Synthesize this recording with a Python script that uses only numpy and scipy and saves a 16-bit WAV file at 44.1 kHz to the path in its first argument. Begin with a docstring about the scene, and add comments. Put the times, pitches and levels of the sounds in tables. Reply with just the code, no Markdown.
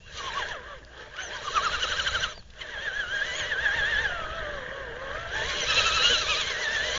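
"""A small electric model truck churns through a muddy puddle and crawls up close.
Its meshing gears whine: the pitch wavers with each turn of the axle, the tone briefly yelps or softens,
and it dies away when the throttle is let go. Loose, gritty gears rattle in the plastic shell, mud ticks
and splats, and wet parts squeak, over a light rumble of wind and a faint hiss."""
import sys
import numpy as np
from scipy import signal
from scipy.fft import rfft, irfft
from scipy.io import wavfile
from scipy.ndimage import uniform_filter1d, map_coordinates

SR = 44100
rng = np.random.default_rng(int(sys.argv[2]) if len(sys.argv) > 2 else 0)


def wav_out(sig):
    """Save sig, one row per channel (or a flat mono array), as 16-bit PCM at SR to the path in sys.argv[1]."""
    wavfile.write(sys.argv[1], SR, np.round(np.clip(np.atleast_2d(sig).T, -1, 1) * 32767).astype(np.int16))


N = 307798
TIME = np.arange(N) / SR
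BINS = np.fft.rfftfreq(N, 1 / SR)
PINION_TEETH = 13
TOP_HZ = 7300

# How hard the motor works, falling away off the throttle. Each row: time in seconds, level in dB.
EFFORT = [(0, -60.5), (.19, -38.5), (.4, -35), (.58, -37.5), (.72, -41), (.85, -46), (1, -39.5),
          (1.12, -43.5), (1.21, -35), (1.42, -39), (1.6, -36), (2.26, -37.5), (2.33, -44), (2.45, -63),
          (2.56, -48.5), (2.62, -41), (2.8, -36), (3.1, -41), (3.4, -31.5), (3.56, -35), (3.65, -31.5),
          (4.02, -30.5), (4.15, -32.5), (4.75, -33), (4.92, -35), (5.15, -32.5), (5.27, -36.5),
          (5.36, -32.5), (5.65, -34.5), (5.79, -31), (5.93, -34), (6.07, -32), (6.22, -35.5), (6.5, -34),
          (6.98, -32)]


def amp(db):
    """Decibels to gain."""
    return 10 ** (np.asarray(db) / 20)


def unit(x):
    """Scales to rms 1."""
    return x / np.sqrt(np.mean(x ** 2) + 1e-20)


def curves(rows):
    """Each column of a time table as a curve, sample by sample."""
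    times, *columns = np.transpose(rows)
    return [np.interp(TIME, times, column) for column in columns]


def colour(points, hz):
    """Gain of an EQ curve at the given frequencies."""
    point_hz, db = np.transpose(points)
    return amp(np.interp(np.log(hz + 1), np.log(point_hz + 1), db))


def shaped(x, gain):
    """Filters x by a gain for each frequency."""
    return irfft(rfft(x) * gain, N)


def wander(hz):
    """Smooth random drift of rms 1, rolled off above hz."""
    return unit(signal.sosfilt(signal.butter(2, hz, fs=SR, output="sos"), rng.standard_normal(N)))


def bell(offset, width):
    """A smooth bump of height 1."""
    return np.exp(-.5 * (offset / width) ** 2)


def surge(hz):
    """How far the speed is above its local mean, as a log ratio."""
    return np.log(hz / uniform_filter1d(hz, size=6000))


def loudness(hz, octave_db, treble_share):
    """Level in dB that rides the effort, grows with each octave of speed and shares the treble lift."""
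    # The treble opens out of the puddle and close up. Each row: time in seconds, lift in dB.
    treble_lift = [(0, 16), (.2, 1.5), (.6, -3), (.8, -2), (1, 9.5), (1.2, -0.5), (1.5, 1.5), (2.3, -.5),
                   (2.8, -4.5), (3.15, 7.5), (3.4, -5), (3.6, -3), (4.2, -4.5), (4.9, -5.5), (5.3, -0.5),
                   (5.52, 5.5), (6.1, 6), (6.35, 7.5), (6.55, 4), (6.98, 6)]
    octaves = np.log2(uniform_filter1d(hz, size=6000) / 1000)
    return curves(EFFORT)[0] + octave_db * octaves + treble_share * curves(treble_lift)[0]


def drivetrain(axle_teeth=115, hunt=0.0074, bind_db_per_swing=65.5):
    """The gears bind once per axle turn. Gives mesh rate, teeth passed and brief level changes in dB."""
    # Motor speed, set by throttle and mud. Each row: time in seconds, tooth mesh rate in Hz.
    motor_speed = [(0.0, 277), (0.197, 1288), (0.255, 971), (0.335, 1026), (0.484, 905), (0.625, 478),
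                   (0.775, 570), (0.83, 273), (1.006, 397), (1.14, 572), (1.501, 1178), (1.961, 1447),
                   (2.255, 1426), (2.495, 495), (2.61, 1034), (2.675, 919), (3.104, 743), (3.18, 804),
                   (3.384, 1117), (3.544, 825), (3.705, 865), (4.011, 889), (4.18, 643), (4.422, 639),
                   (4.627, 511), (4.822, 547), (4.928, 453), (5.307, 717), (5.509, 1097), (5.633, 1055),
                   (5.696, 1288), (6.015, 1304), (6.105, 1512), (6.264, 1188), (6.355, 1243), (6.52, 1007),
                   (6.77, 865), (6.98, 1080)]
    # The wobble from binding. Each row: time in seconds, swing as a share of the speed.
    speed_swing = [(0, .03), (.4, .15), (.7, .135), (1.5, .115), (2.2, .105), (2.9, .085), (3.3, .035),
                   (3.6, .085), (4.25, .03), (5.25, .04), (5.85, .04), (6.07, .025), (6.35, .07),
                   (6.98, .03)]
    # Brief swells and dips in the whine's overtones: positive rows yelp, negative rows soften it.
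    # Each row: centre and half length in seconds, gain in dB.
    whine_accents = [(.365, .01, 7), (0.43, 0.0091, 19), (0.531, .008, -6), (1.193, 0.0098, 13.5),
                     (1.57, 0.0078, 12), (1.837, 0.014, 9.5), (1.917, 0.0069, 4), (2.001, 0.0032, 13.5),
                     (2.077, .006, 16.5), (2.156, .005, 12), (2.24, .007, 15), (2.618, .008, 15.5),
                     (2.893, 0.0056, 3.5), (3.991, 0.01, 5.5), (4.055, .008, 0.5), (5.789, 0.014, 8),
                     (5.86, 0.013, 7.5), (6.047, 0.008, 7.5), (6.31, .014, -2), (6.386, 0.013, -2.5)]
    running_hz = uniform_filter1d(curves(motor_speed)[0], size=500)
    swing = curves(speed_swing)[0]
    axle_turns = np.cumsum(running_hz) / SR / axle_teeth + .0335
    hz = running_hz * (1 + swing * np.cos(2 * np.pi * axle_turns)) * (1 + hunt * wander(76.5))
    # the tight spot comes 0.19 of a turn after the fastest moment
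    from_bind = (axle_turns - 0.19 + .5) % 1 - .5
    bind_db = bind_db_per_swing * swing * bell(from_bind, width=0.1)
    accent_db = sum(db * bell(TIME - centre, half_s) for centre, half_s, db in whine_accents)
    return hz, np.cumsum(hz) / SR, bind_db + accent_db


def gear_partial(multiple, hz, teeth, flutter_db, chatter, play, stall_hz=560):
    """One partial of the whine swells as it sweeps through the shell's resonances."""
    # How the chassis and shell radiate the whine. Each row: frequency in Hz, gain in dB.
    shell_response = [(400, -11.5), (600, -6.5), (770, -14.5), (950, -14), (1120, -4.5), (1330, -1),
                      (1480, -3), (1650, 4.5), (1900, -4.5), (2300, -15), (2950, 3.5), (3350, 3),
                      (3700, -4.5), (7000, -25.5)]
    # play between the teeth shakes level and phase; the level most at high speed and near stalling
    shake = hz / 1000 + (stall_hz / hz) ** 2
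    strength = unit(amp(flutter_db * wander(36)) * (1 + chatter * shake * wander(340)))
    phase = 2 * np.pi * multiple * teeth + play * multiple * wander(84)
    return np.sqrt(2) * colour(shell_response, multiple * hz) * strength * np.cos(phase)


def gear_whine(hz, teeth, load_db, overtone_trim_db=-2.5, fundamental_trim_db=-0.16, strain_db=0.82):
    """Meshing teeth sing louder under load and in surges; the fundamental swells as mud slows them."""
    # Overtones, and sidebands of an uneven pinion. Each row: multiple of the mesh rate, level in dB.
    gear_orders = [(2, 1), (2.077, -13.5), (3, -12.5), (4, -11), (5, -19.5), (6.002, -25), (0.771, -15.5),
                   (1.31, -22), (1.769, -17), (2.309, -12), (2.771, -21.5)]
    # How clearly the gears sing over the effort.
    # Each row: time in seconds, overtone level in dB, fundamental level in dB.
    tone_balance = [(.1, -8, -8.5), (.35, -22, 9), (.45, -11.5, 2), (.55, -1.5, -1.5), (1.2, -7, -4.5),
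                    (1.33, -21.5, 5.5), (1.52, -15.5, 3), (1.59, -6, 11.5), (1.78, -3, 4),
                    (2.28, -12.5, 2.5), (2.38, -19, -17), (2.65, -5, -4.5), (3.1, 7.5, -1.5),
                    (3.4, 3, -8.5), (3.7, 2.5, 1.5), (3.95, 1.5, -3.5), (4.3, -5, 0), (4.55, -8, 0.5),
                    (4.7, -8.5, -3.5), (4.92, -3, 1.5), (5.11, -3, 3.5), (5.26, -7.5, -0.5), (5.4, -2, 5),
                    (5.65, 9.5, -4.5), (5.8, 3.5, 1.5), (6.1, 8, 4.5), (6.22, 0.5, -1.5), (6.3, 15.5, 2.5),
                    (6.55, 3, -9.5), (6.8, 5, -5), (6.9, 1.5, -3)]
    overtone_db, fundamental_db = curves(tone_balance)
    braking = np.clip(-uniform_filter1d(np.gradient(np.log(hz)) * SR, size=600), -7, 7)
    overtones = sum(amp(db) * gear_partial(multiple, hz, teeth, flutter_db=2.5, chatter=.13, play=.14)
                    for multiple, db in gear_orders)
    fundamental = gear_partial(1, hz, teeth, flutter_db=2.7, chatter=0.21, play=0.25)
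    overtones *= amp(overtone_trim_db + overtone_db + load_db + 6 * surge(hz))
    fundamental *= amp(fundamental_trim_db + fundamental_db + strain_db * braking + 12 * surge(hz))
    return amp(curves(EFFORT)[0]) * (overtones + fundamental)


def tooth_scrape(hz, teeth, repeat=0.37, grains_per_tooth=32):
    """Grit on the teeth: each turn of the pinion partly repeats the scraping of the turn before."""
    turns = rng.standard_normal((N // 300, PINION_TEETH * grains_per_tooth))
    surface = signal.lfilter([1], [1, -repeat], turns, axis=0).ravel()
    return unit(np.sqrt(hz) * map_coordinates(surface, [teeth * grains_per_tooth], order=3, mode="wrap"))


def splatter(x, patchy_db=3.0):
    """Brief random patches, each a few hundred Hz wide, make a noise wet and uneven."""
    spectrogram = signal.stft(x, nperseg=256)[2]
    patches = uniform_filter1d(rng.standard_normal(spectrogram.shape), size=2, axis=0)
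    patches = unit(uniform_filter1d(patches, size=7, axis=1))
    return unit(signal.istft(spectrogram * amp(patchy_db * patches))[1][:N])


def gear_rattle(hz, teeth, load_db, bite=0.31, throb=0.055, clump_db=-0.7):
    """Each tooth scrapes and knocks, harder once a turn of the pinion and with every burst of speed."""
    # The rattle's broad tone. Each row: frequency in Hz, gain in dB.
    rattle_eq = [(150, -12.5), (290, -16), (470, -3.5), (640, -7.5), (740, -15), (1000, -13), (1650, 1.5),
                 (2150, -5.5), (2600, -11.5), (3200, -1), (4100, -12.5), (4900, -22.5), (6400, -20),
                 (7000, -23)]
    # Rings and notches of the shell. Each row: centre in Hz, width in Hz, lift in dB.
    shell_rings = [(478.3, 23, 3.5), (613, 61, 7.5), (1090, 350, 7.5), (1587, 180, 9), (1828, 200, 7),
                   (2880, 51, 6.5), (2970, 53, -6), (3670, 92, -7), (5910, 520, 6), (6720, 320, 1.5)]
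    # Drumming, body, clatter and fizz, low to high. Each row: level in dB, dB per octave of speed,
    # share of the treble lift, weight of quick surges.
    rattle_bands = [(-8.5, 4, 0.41, .05), (-4, 3.5, 0.046, 0.31), (-6, 9, 0.49, 1.7), (-15, 12, 0.95, 2.2)]
    knocks = 1 + bite * np.cos(2 * np.pi * teeth)
    knocks *= 1 + throb * np.cos(2 * np.pi * teeth / PINION_TEETH)
    grit = splatter(tooth_scrape(hz, teeth) * knocks * amp(clump_db * wander(450)))
    rings_db = sum(db / (1 + (2 * (BINS - centre) / width) ** 2) for centre, width, db in shell_rings)
    shell = colour(rattle_eq, BINS) * amp(rings_db)
    lowpasses = [0] + [1 / (1 + (BINS / edge_hz) ** 24) for edge_hz in (1000, 2200, 4400, 7800)]
    # the heavy chassis drums on evenly; only the lighter parts follow quick changes of speed
    surge_db = 9 * surge(hz) + .1 * load_db
    out = np.zeros(N)
    for k, (db, octave_db, treble_share, quick) in enumerate(rattle_bands):
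        band = unit(shaped(grit, shell * (lowpasses[k + 1] - lowpasses[k])))
        out += amp(db + loudness(hz, octave_db, treble_share) + quick * surge_db) * band
    return out


def gearbox_rasp(hz, teeth, ring_hz=4000, half_width_hz=260, tonal=0.94, trim_db=-13):
    """Grit and a shaky third partial ring one high gearbox resonance when the wheels spin fast."""
    band = 1 / (1 + ((BINS - ring_hz) / half_width_hz) ** 4)
    third = np.cos(2 * np.pi * 3 * teeth + wander(180))
    grit = splatter(tooth_scrape(hz, teeth))
    ringing = unit(shaped(grit, band)) + 2 * tonal * shaped(third, band)
    return amp(trim_db + loudness(hz, octave_db=17, treble_share=1.16)) * ringing / np.hypot(1, tonal)


def mud_spray(hz, specks_per_s=70, trim_db=-19, spread_db=4, ring_s=0.0067):
    """Specks of mud thrown by the tyres tick against the shell, harder at speed."""
    out, t = np.zeros(N), np.arange(600) / SR
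    pitches = np.geomspace(1800, 6800, num=12)
    for pitch in pitches:
        hits = rng.random(N) < specks_per_s / len(pitches) / SR
        force = amp(spread_db * np.minimum(rng.exponential(1, N), 3))
        tick = np.exp(-t / ring_s) * np.sin(2 * np.pi * pitch * t)
        out += signal.oaconvolve(hits * force, tick)[:N]
    return amp(trim_db + loudness(hz, octave_db=18, treble_share=0.92)) * unit(out)


def squeaks(waver=0.014, scratch_db=4, crest=.38, sag=.45):
    """Short, scratchy whistles that arch and fall as wet parts stick and slip."""
    # Each row: start in seconds, length in seconds, top of the arch in Hz, level in dB.
    slips = [(0, .13, 2800, -53.5), (1.194, 0.11, 6250, -42.5), (2.281, 0.063, 6150, -47),
             (2.334, 0.083, 4700, -49.5), (3.326, 0.14, 6730, -39.5), (5.596, 0.059, 6090, -34)]
    out = np.zeros(N)
    for start, length, top_hz, db in slips:
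        along = np.clip((TIME - start) / length, 0, 1)
        hz = top_hz * (1 - sag * (along - crest) ** 2) * (1 + waver * wander(254))
        envelope = np.sin(np.pi * along) * amp(db + scratch_db * wander(140))
        out += envelope * np.sin(2 * np.pi * np.cumsum(hz) / SR)
    return out


def wind(lump_db=2.0, trim_db=1.05):
    """Light wind buffets the microphone with a lumpy low rumble."""
    # The gusts. Each row: time in seconds, level in dB.
    gusts = [(0, -52), (.06, -46), (.12, -50), (.22, -48.5), (.6, -48.5), (.9, -54.5), (1.4, -49),
             (1.6, -46), (1.95, -43.5), (2.17, -38.5), (2.3, -47), (2.55, -51), (3.15, -49), (4.3, -41.5),
             (4.75, -49.5), (5.02, -45), (5.8, -43), (6.2, -45), (6.6, -52), (6.98, -43.5)]
    # The rumble's tone. Each row: frequency in Hz, gain in dB.
    wind_eq = [(15, 2), (30, -0.5), (44, -5.5), (57, 7.5), (80, -5), (120, -7), (200, -16.5), (300, -33),
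               (600, -33)]
    rumble = shaped(rng.standard_normal(N), colour(wind_eq, BINS) / (1 + (BINS / 900) ** 4))
    return amp(trim_db + curves(gusts)[0]) * unit(rumble * amp(lump_db * wander(14)))


def hiss(level_db=-61):
    """A faint steady bed of hiss, heard when the motor rests."""
    # The tone of the hiss. Each row: frequency in Hz, gain in dB.
    hiss_eq = [(200, -5), (600, 0.5), (1700, -15.5), (2200, -10), (2800, 0), (4200, -7), (7000, -8)]
    return amp(level_db) * unit(shaped(rng.standard_normal(N), colour(hiss_eq, BINS) * (BINS < TOP_HZ)))


def mud_drops(relative_width=0.39):
    """Drops and lumps of mud land, each a quick wet splat of noise around one pitch."""
    # Each row: start in seconds, peak in dB, pitch in Hz, seconds for the burst to fall 60 dB.
    landings = [(0.488, -28, 2400, .015), (.786, -44, 2702, 0.024), (0.849, -38, 4720, 0.011),
                (1.166, -30, 2305, 0.024), (2.377, -33, 533, 0.021), (2.425, -45, 1300, 0.018),
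                (2.503, -42, 3030, 0.031), (2.537, -38, 2054, .02)]
    out, t = np.zeros(N), np.arange(SR // 10) / SR
    for start, db, hz, t60 in landings:
        burst = rng.standard_normal(len(t)) * np.exp(-np.log(1000) * t / t60)
        splat = signal.lfilter(*signal.iirpeak(hz, 1 / relative_width, fs=SR), burst)
        first = round(start * SR)
        out[first:first + len(t)] += amp(db) * splat / abs(splat).max()
    return out


def scene():
    """The truck in the open air, in mono: one drivetrain moves the gear sounds and the spray."""
    hz, teeth, load_db = drivetrain()
    gears = gear_whine(hz, teeth, load_db) + gear_rattle(hz, teeth, load_db) + gearbox_rasp(hz, teeth)
    return (gears + mud_spray(hz) + squeaks() + mud_drops() + wind() + hiss())[None]


def record(dry):
    """A steep high cut, with a tiny fade at each end."""
    high_cut = signal.firwin(401, TOP_HZ, window=("kaiser", 9), fs=SR)
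    return signal.oaconvolve(dry, high_cut[None], "same") * signal.windows.tukey(N, .001)


dry = scene()
out = record(dry)
wav_out(out)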